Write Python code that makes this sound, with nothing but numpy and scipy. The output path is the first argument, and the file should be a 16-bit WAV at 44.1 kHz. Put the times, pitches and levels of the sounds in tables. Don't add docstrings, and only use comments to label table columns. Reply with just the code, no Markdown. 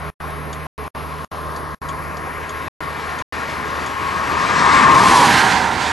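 import sys
import numpy as np
from scipy import signal
from scipy.io import wavfile
from scipy.ndimage import uniform_filter1d, minimum_filter1d

SR = 44100
rng = np.random.default_rng(int(sys.argv[2]) if len(sys.argv) > 2 else 0)


def voltage_ratio(decibels):
    exponent = np.asarray(decibels, float) / 20
    return 10 ** exponent


def pcm_store(signal):
    levels = np.round(np.clip(np.atleast_2d(signal), -1, 1) * 32767)
    wavfile.write(sys.argv[1], SR, levels.astype(np.int16).T)


N = 261051
HZ = np.fft.rfftfreq(1024, 1 / SR)[:, None]
FRAME_S = np.arange(N // 256 + 5) * 256 / SR
SPEED, GAP, ABREAST = 29.5, 6.61, 5.2

# frequency in Hz, likeness 0-1, fixed left-right in dB,
# share of the bearing's dB, left lead in rad when far left.
CAR_PORTS = [(60, .95, -3, .1, .9), (250, .96, -2, .1, .7), (600, .9, -1.5, .45, .8),
             (1050, .96, 0, 1, .95), (2000, .88, 0, .9, 1.)]


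def car():
    _, receding, _ = passing(FRAME_S)
    dip = bank_dip()
    same, fixed_db, share, lead = by_pitch(CAR_PORTS, HZ)
    bearing_db = -1.5 - 7.5 * receding
    left_db = fixed_db + share * bearing_db
    lead = lead * (0.45 - 0.63 * receding)
    return ports(tyre_noise() * dip, spectra(tyre_tones()) * dip, same, left_db, lead, patchy_db=1.0)


# frequency in Hz, width in Hz, level in dB, dB louder ahead than behind.
TREAD_MODES = [(834.3, 33, -6.5, -6), (896, 41, -7, 10.5), (981, 54, -3.5, 4), (954, 150, 0.5, 1.5),
               (1083.5, 17.6, -1.5, 3), (1147.5, 29, -5, 5)]
GROOVE_MODES = [(1284, 62, -3, 6), (1496, 61, -0.5, 2.3), (1646, 89, -0.5, 0.7)]
# time in seconds, level in dB.
SINGING = [(0, 3.5), (.7, 1), (1.4, 4.5), (2.1, 1.5), (3.4, -1), (3.9, -1.5), (4.4, -.5), (4.61, -2.5),
           (4.64, 2.5), (4.74, 0), (5.02, 2), (5.17, 0), (5.32, -2.5), (5.56, 2.5), (5.64, 0), (5.92, -3.5)]
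# level abreast in dB, share of
# spreading loss, horn gain ahead in dB, horn gain behind in dB, share of road gain.
SONG_LEVEL = (-10, 1.23, 5, -1.5, .5)
BLOCKS_LEVEL = (-22, 0.96, 10.5, -7, -1)
ROAR_LEVEL = (-20.5, 0.78, 6.5, 4.5, 0.8)


def tyre_tones():
    t = np.arange(N) / SR
    _, receding, shift = passing(t)
    road = rng.standard_normal(N) * voltage_ratio(0.5 * slow(40))
    song = ringing(road, TREAD_MODES, receding, shift)
    grooves = ringing(road, GROOVE_MODES, receding, shift)
    blocks_hz = 1004 * shift * (1 + 0.0054 * slow(30))
    blocks_db = heard_db(BLOCKS_LEVEL, t) + 2.3 * slow(18)
    blocks = np.sqrt(2) * voltage_ratio(blocks_db) * np.sin(2 * np.pi * np.cumsum(blocks_hz) / SR)
    sung = voltage_ratio(heard_db(SONG_LEVEL, t)) * song + blocks
    return voltage_ratio(columns(SINGING, t)[0]) * sung + voltage_ratio(heard_db(ROAR_LEVEL, t) - 0.5) * grooves


def ringing(road, modes, receding, shift):
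    out = np.zeros(N)
    for hz, width, db, ahead_db in modes:
        out += voltage_ratio(db - ahead_db * receding / 2) * evened(resonate_twice(road, hz * shift, width))
    return evened(out)


# frequency in Hz, level in dB per Hz.
RUMBLE = [(30, -45), (70, -4.5), (150, -1), (250, 0), (420, -4), (650, -5.5), (900, -0.5), (1500, -55.5),
          (3000, -94)]
ROAR = [(400, -23.5), (700, -13.5), (1200, -10.5), (1800, 0), (2200, -3), (3000, -16.5), (4500, -22),
        (7000, -88)]
HISS = [(1500, -26), (2500, -0.5), (3500, -1), (5000, -3.5), (7000, -7.5), (9000, -10.5), (11500, -12.5)]
# level abreast in dB, share of spreading loss, horn gain ahead in dB,
# horn gain behind in dB, share of road gain.
RUMBLE_LEVEL = (-17.5, 1.01, 5, -1.5, .3)
HISS_LEVEL = (-19, 0.97, 1.5, 0.5, 1.24)


def tyre_noise():
    metres, _, shift = passing(FRAME_S)
    flicker_db = 1.1 * slow_frames(50)
    air_db = 0.1973 * metres * (HZ / 1e4) ** 2
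    shaded_db = np.minimum(1 * (metres - GAP), 7.5)
    dulled_db = air_db + shaded_db * np.clip((HZ - 8620) / 1000, 0, 1)
    layers = [(RUMBLE, heard_db(RUMBLE_LEVEL, FRAME_S)),
              (ROAR, heard_db(ROAR_LEVEL, FRAME_S) + 0.39 * flicker_db),
              (HISS, heard_db(HISS_LEVEL, FRAME_S) + flicker_db - dulled_db)]
    return np.sqrt(sum((colour(spectrum, shift) * voltage_ratio(db)) ** 2 for spectrum, db in layers))


def passing(t):
    along = SPEED * (t - ABREAST)
    metres = np.hypot(along, GAP)
    receding = along / metres
    return metres, receding, 1 / (1 + receding * SPEED / 343)


# time in seconds, level in dB.
ROAD = [(0, 2), (.6, -1.5), (1.2, 2.5), (1.7, -1.5), (2.2, -0.5), (2.9, 0.5), (3.4, 1), (3.95, -2),
        (4.3, -1.5), (4.58, 1.5), (4.8, 0.5), (5.02, -1.5), (5.13, 1), (5.32, 0.5), (5.55, 0), (5.75, -1.5),
        (5.86, 1.5), (5.92, 2.5)]


def heard_db(layer, t):
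    abreast_db, spread, ahead_db, behind_db, coarse = layer
    along = SPEED * (t - ABREAST)
    off_deg = np.degrees(np.arctan2(GAP, abs(along)))
    ahead = ahead_db * np.exp(-((off_deg - 30.1) / 19.3) ** 2)
    behind = behind_db * np.exp(-((off_deg - 50) / 24.3) ** 2)
    horn_db = np.where(along < 0, ahead, behind)
    spreading_db = 20 * np.log10(GAP / np.hypot(along, GAP))
    return abreast_db + spread * spreading_db + horn_db + coarse * columns(ROAD, t)[0]


def bank_dip():
    since = FRAME_S - 1.55
    octaves = np.log2((HZ + 1) / 2400) - 0.95 * since
    return voltage_ratio(-7.5 * np.exp(-(octaves / 0.37) ** 2 - (since / 0.98) ** 4))


# start in seconds, level in dB, 1 closing or 0 opening.
TICKS = [
    (0.528, -31.5, 1),
    (.838, -48, 0),
    (1.244, -39, 1),
    (1.562, -36.5, 0),
    (1.886, -32, 1),
    (2.169, -37.5, 0),
    (2.491, -31.5, 1),
    (3.187, -31, 1),
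    (3.861, -30.5, 1),
]
# frequency in Hz, width in Hz, dB when closing, dB when opening.
RELAY_CASE = [(2090, 180, -2, -25), (3420, 560, 2, -19), (4560, 1300, 0.5, 0), (5640, 500, -7, -8),
              (6470, 860, 1, -8), (8800, 530, -9, -22)]


def relay():
    out, t = np.zeros(N), np.arange(2000) / SR
    for start, db, closing in TICKS:
        t60 = 0.08 if closing else 0.045
        chatter = rng.standard_normal(len(t)) * np.minimum(t / 0.00079, 1) * voltage_ratio(-60 * t / t60)
        ring = np.zeros(len(t))
        for hz, width, shut_db, open_db in RELAY_CASE:
            ring += voltage_ratio(shut_db if closing else open_db) * evened(resonate_twice(chatter, hz, width))
        out[round(start * SR):][:len(t)] += voltage_ratio(db - 9.0) * evened(ring)
    return out


# time in seconds, firing rate in Hz.
IDLE = [(0, 77.86), (.6, 77.7), (1.5, 77.2), (2.3, 76.87), (3.2, 76.28), (5.92, 75.8)]
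# dB when settled, dB gained per Hz above settled.
ORDER_LEVELS = [(-39.5, 3), (-45, 6)]
# frequency in Hz, width in Hz, level in dB.
WHINES = [(253.4, 16.5, -48), (422, 11.5, -43.5), (453, 2.4, -50), (636, 3.5, -49), (1042, 19, -38.5),
          (1160, 4.7, -48.5), (1280, 36, -45)]
# frequency in Hz, level in dB per Hz.
BAY = [(25, -31), (45, -21.5), (62, -4), (110, -12.5), (230, -15.5), (500, -12), (1070, -11.5),
       (2000, -27.5), (3600, -41), (6000, -42), (7900, -52), (8900, -40), (9700, -42), (10300, -33),
       (11700, -29.5)]
# frequency in Hz, likeness 0-1, left-right in dB, left lead in rad.
BAY_PORTS = [(30.1, .8, -2, .8), (75, 1, -6, 1), (200, 1, -4, 0.53), (600, 0.71, -2.5, 0.26),
             (1090, 0.45, 3, 0.7), (2000, 1, -7, 0.34)]


def parked():
    hz, = columns(IDLE, np.arange(N) / SR)
    first_db, second_db = (db + per_hz_db * (hz - 76.4) for db, per_hz_db in ORDER_LEVELS)
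    first_db = first_db + 1.0 * slow(20)
    second_db = second_db + 1.7 * slow(9.4)
    turns = 2 * np.pi * np.cumsum(hz * (1 + 0.0098 * slow(5.77))) / SR
    hum = np.sqrt(2) * (voltage_ratio(first_db) * np.sin(turns) + voltage_ratio(second_db) * np.sin(2 * turns + 1.04))
    shake = rng.standard_normal(N)
    whine = sum(voltage_ratio(db) * evened(resonate(shake, f, width)) for f, width, db in WHINES)
    bay = colour(BAY) * voltage_ratio(-32.5 + 0.94 * slow_frames(30))
    return ports(bay, spectra(hum + whine), *by_pitch(BAY_PORTS, HZ), patchy_db=1.2)


def ports(size, direct, same, left_db, lead, patchy_db):
    a, b, c, d, patches = rng.standard_normal((len(FRAME_S), 513, 5)).T
    patches = uniform_filter1d(uniform_filter1d(patches, size=10, axis=0), size=12, axis=1)
    size = size * voltage_ratio(patchy_db * evened(patches))
    same = np.clip(same, 0, 1)
    one = size * (a + 1j * b)
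    other = same * one + np.sqrt(1 - same ** 2) * size * (c + 1j * d)
    tilt = voltage_ratio(left_db / 2) * np.exp(0.5j * lead)
    return unspectra(np.array([(one + direct) * tilt, (other + direct) / tilt]))


def evened(x):
    return x / np.sqrt(np.mean(np.abs(x) ** 2) + 1e-20)


def columns(rows, at):
    s, *values = np.transpose(rows)
    return [np.interp(at, s, v) for v in values]


def by_pitch(rows, hz):
    f, *values = np.transpose(rows)
    return [np.interp(np.log(hz + 1), np.log(f + 1), v) for v in values]


def slow_frames(rate_hz):
    rates = np.geomspace(rate_hz / 20, rate_hz, 20)
    return evened(sum(np.sin(2 * np.pi * (f * FRAME_S + rng.random())) / np.sqrt(f) for f in rates))


def slow(rate_hz):
    return slow_frames(rate_hz).repeat(256)[:N]


def resonate(x, hz, width):
    turn = np.exp(2j * np.pi * np.cumsum(hz * np.ones(len(x))) / SR)
    r = np.exp(-np.pi * width / SR)
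    return 2 * (turn * signal.lfilter([1 - r], [1, -r], x / turn)).real


def resonate_twice(x, hz, width):
    return resonate(resonate(x, hz, width), hz, 2 * width)


def colour(spectrum, shift=1):
    size = voltage_ratio(by_pitch(spectrum, HZ / (shift * np.ones(len(FRAME_S))))[0])
    return size / np.sqrt((size ** 2).sum(0)) * np.sqrt(4 / 3)


def spectra(x):
    return signal.stft(np.pad(x, (0, 2048)), nperseg=1024, noverlap=768)[2][:, :len(FRAME_S)]


def unspectra(z):
    return signal.istft(z, nperseg=1024, noverlap=768)[1][..., :N]


def scene():
    return car() + relay() + parked()


def limited(x, ceiling):
    room = np.minimum(ceiling / (abs(x).max(0) + 1e-9), 1)
    return x * uniform_filter1d(minimum_filter1d(room, size=129), size=65)


# start in seconds, length in seconds, level in dB.
WIDE = [
    (5.505, .1, -2.5),
    (5.734, .1, -1.5),
    (5.912, .05, -23),
]


def folded(side, stray_share, stray_top_hz):
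    z = signal.stft(side, nperseg=1024, noverlap=768)[2]
    t = FRAME_S[:z.shape[1]]
    wide = np.zeros(len(t))
    for start, length, db in WIDE:
        wide += voltage_ratio(db) * np.clip(np.minimum(t - start, start + length - t) / 0.03, 0, 1)
    stray = rng.random((len(t) // 8 + 1, 171)).T < stray_share
    stray = stray.repeat(3, axis=0).repeat(8, axis=1)[:, :len(t)]
    return unspectra(z * np.maximum((HZ < 2440) | (stray & (HZ < stray_top_hz)), wide))


def starved(x, under_db, follow, from_hz, fickle_db):
    z = signal.stft(x, nperseg=1024, noverlap=768)[2]
    power = (abs(z) ** 2).mean(0)
    patch = uniform_filter1d(uniform_filter1d(power, size=4, axis=0), size=11, axis=1)
    loud = uniform_filter1d(power.sum(0), size=15)
    fickle = rng.standard_normal((z.shape[2] // 8 + 1, 129)).T
    fickle = fickle.repeat(4, axis=0).repeat(8, axis=1)[:513, :z.shape[2]]
    kept = (patch > voltage_ratio(2 * (under_db + fickle_db * fickle)) * loud ** follow) | (HZ < from_hz)
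    return unspectra(z * kept)


# cut in seconds, return in seconds, remnant length in seconds, 1 smeared or 0 clean edges.
DROPOUTS = [
    (.1025, .2022, .04, 1),
    (.6683, .779, .022, 0),
    (.8815, .948, .026, 1),
    (1.249, 1.3147, .03, 1),
    (1.7487, 1.8157, .04, 1),
    (2.6836, 2.8053, .024, 0),
    (3.224, 3.3242, .02, 0),
]


def dropped_out(x):
    t = np.arange(N) / SR
    gain, faint = np.ones(N), np.zeros(N)
    for cut, back, length, smeared in DROPOUTS:
        remnant = voltage_ratio(-18 - 480 * np.abs(t - cut)) * np.clip((cut + length - t) / 0.0023, 0, 1) ** 2
        pre_echo = voltage_ratio(-22 - 5500 * np.maximum(back - t - 0.001, 0))
        lost = (t > cut) & (t < back)
        edge_s = 0.0009 if smeared else 1 / SR
        edge = np.sin(np.pi / 2 * np.clip(np.maximum(cut - t, t - back) / edge_s, 0, 1)) ** 2
        gain = gain * edge
        faint = faint + smeared * lost * (remnant + pre_echo)
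    thin = signal.lfilter([2, -1.6], 1, x)
    return x * gain + thin * faint


def low_pass(x):
    return signal.sosfilt(signal.butter(12, 15800, fs=SR, output="sos"), x)


def record(dry):
    left, right = limited(dry, 0.97)
    mid, side = (left + right) / 2, (left - right) / 2
    side = folded(side, stray_share=0.014, stray_top_hz=7200)
    band = signal.firwin(511, 11800, window=("kaiser", 9), fs=SR)
    x = signal.oaconvolve([mid + side, mid - side], band[None], "same")
    x = starved(x, under_db=-56, follow=0.82, from_hz=4500, fickle_db=2.5)
    return low_pass(np.clip(dropped_out(x), -1, 1))


dry = scene()
out = record(dry)
pcm_store(out)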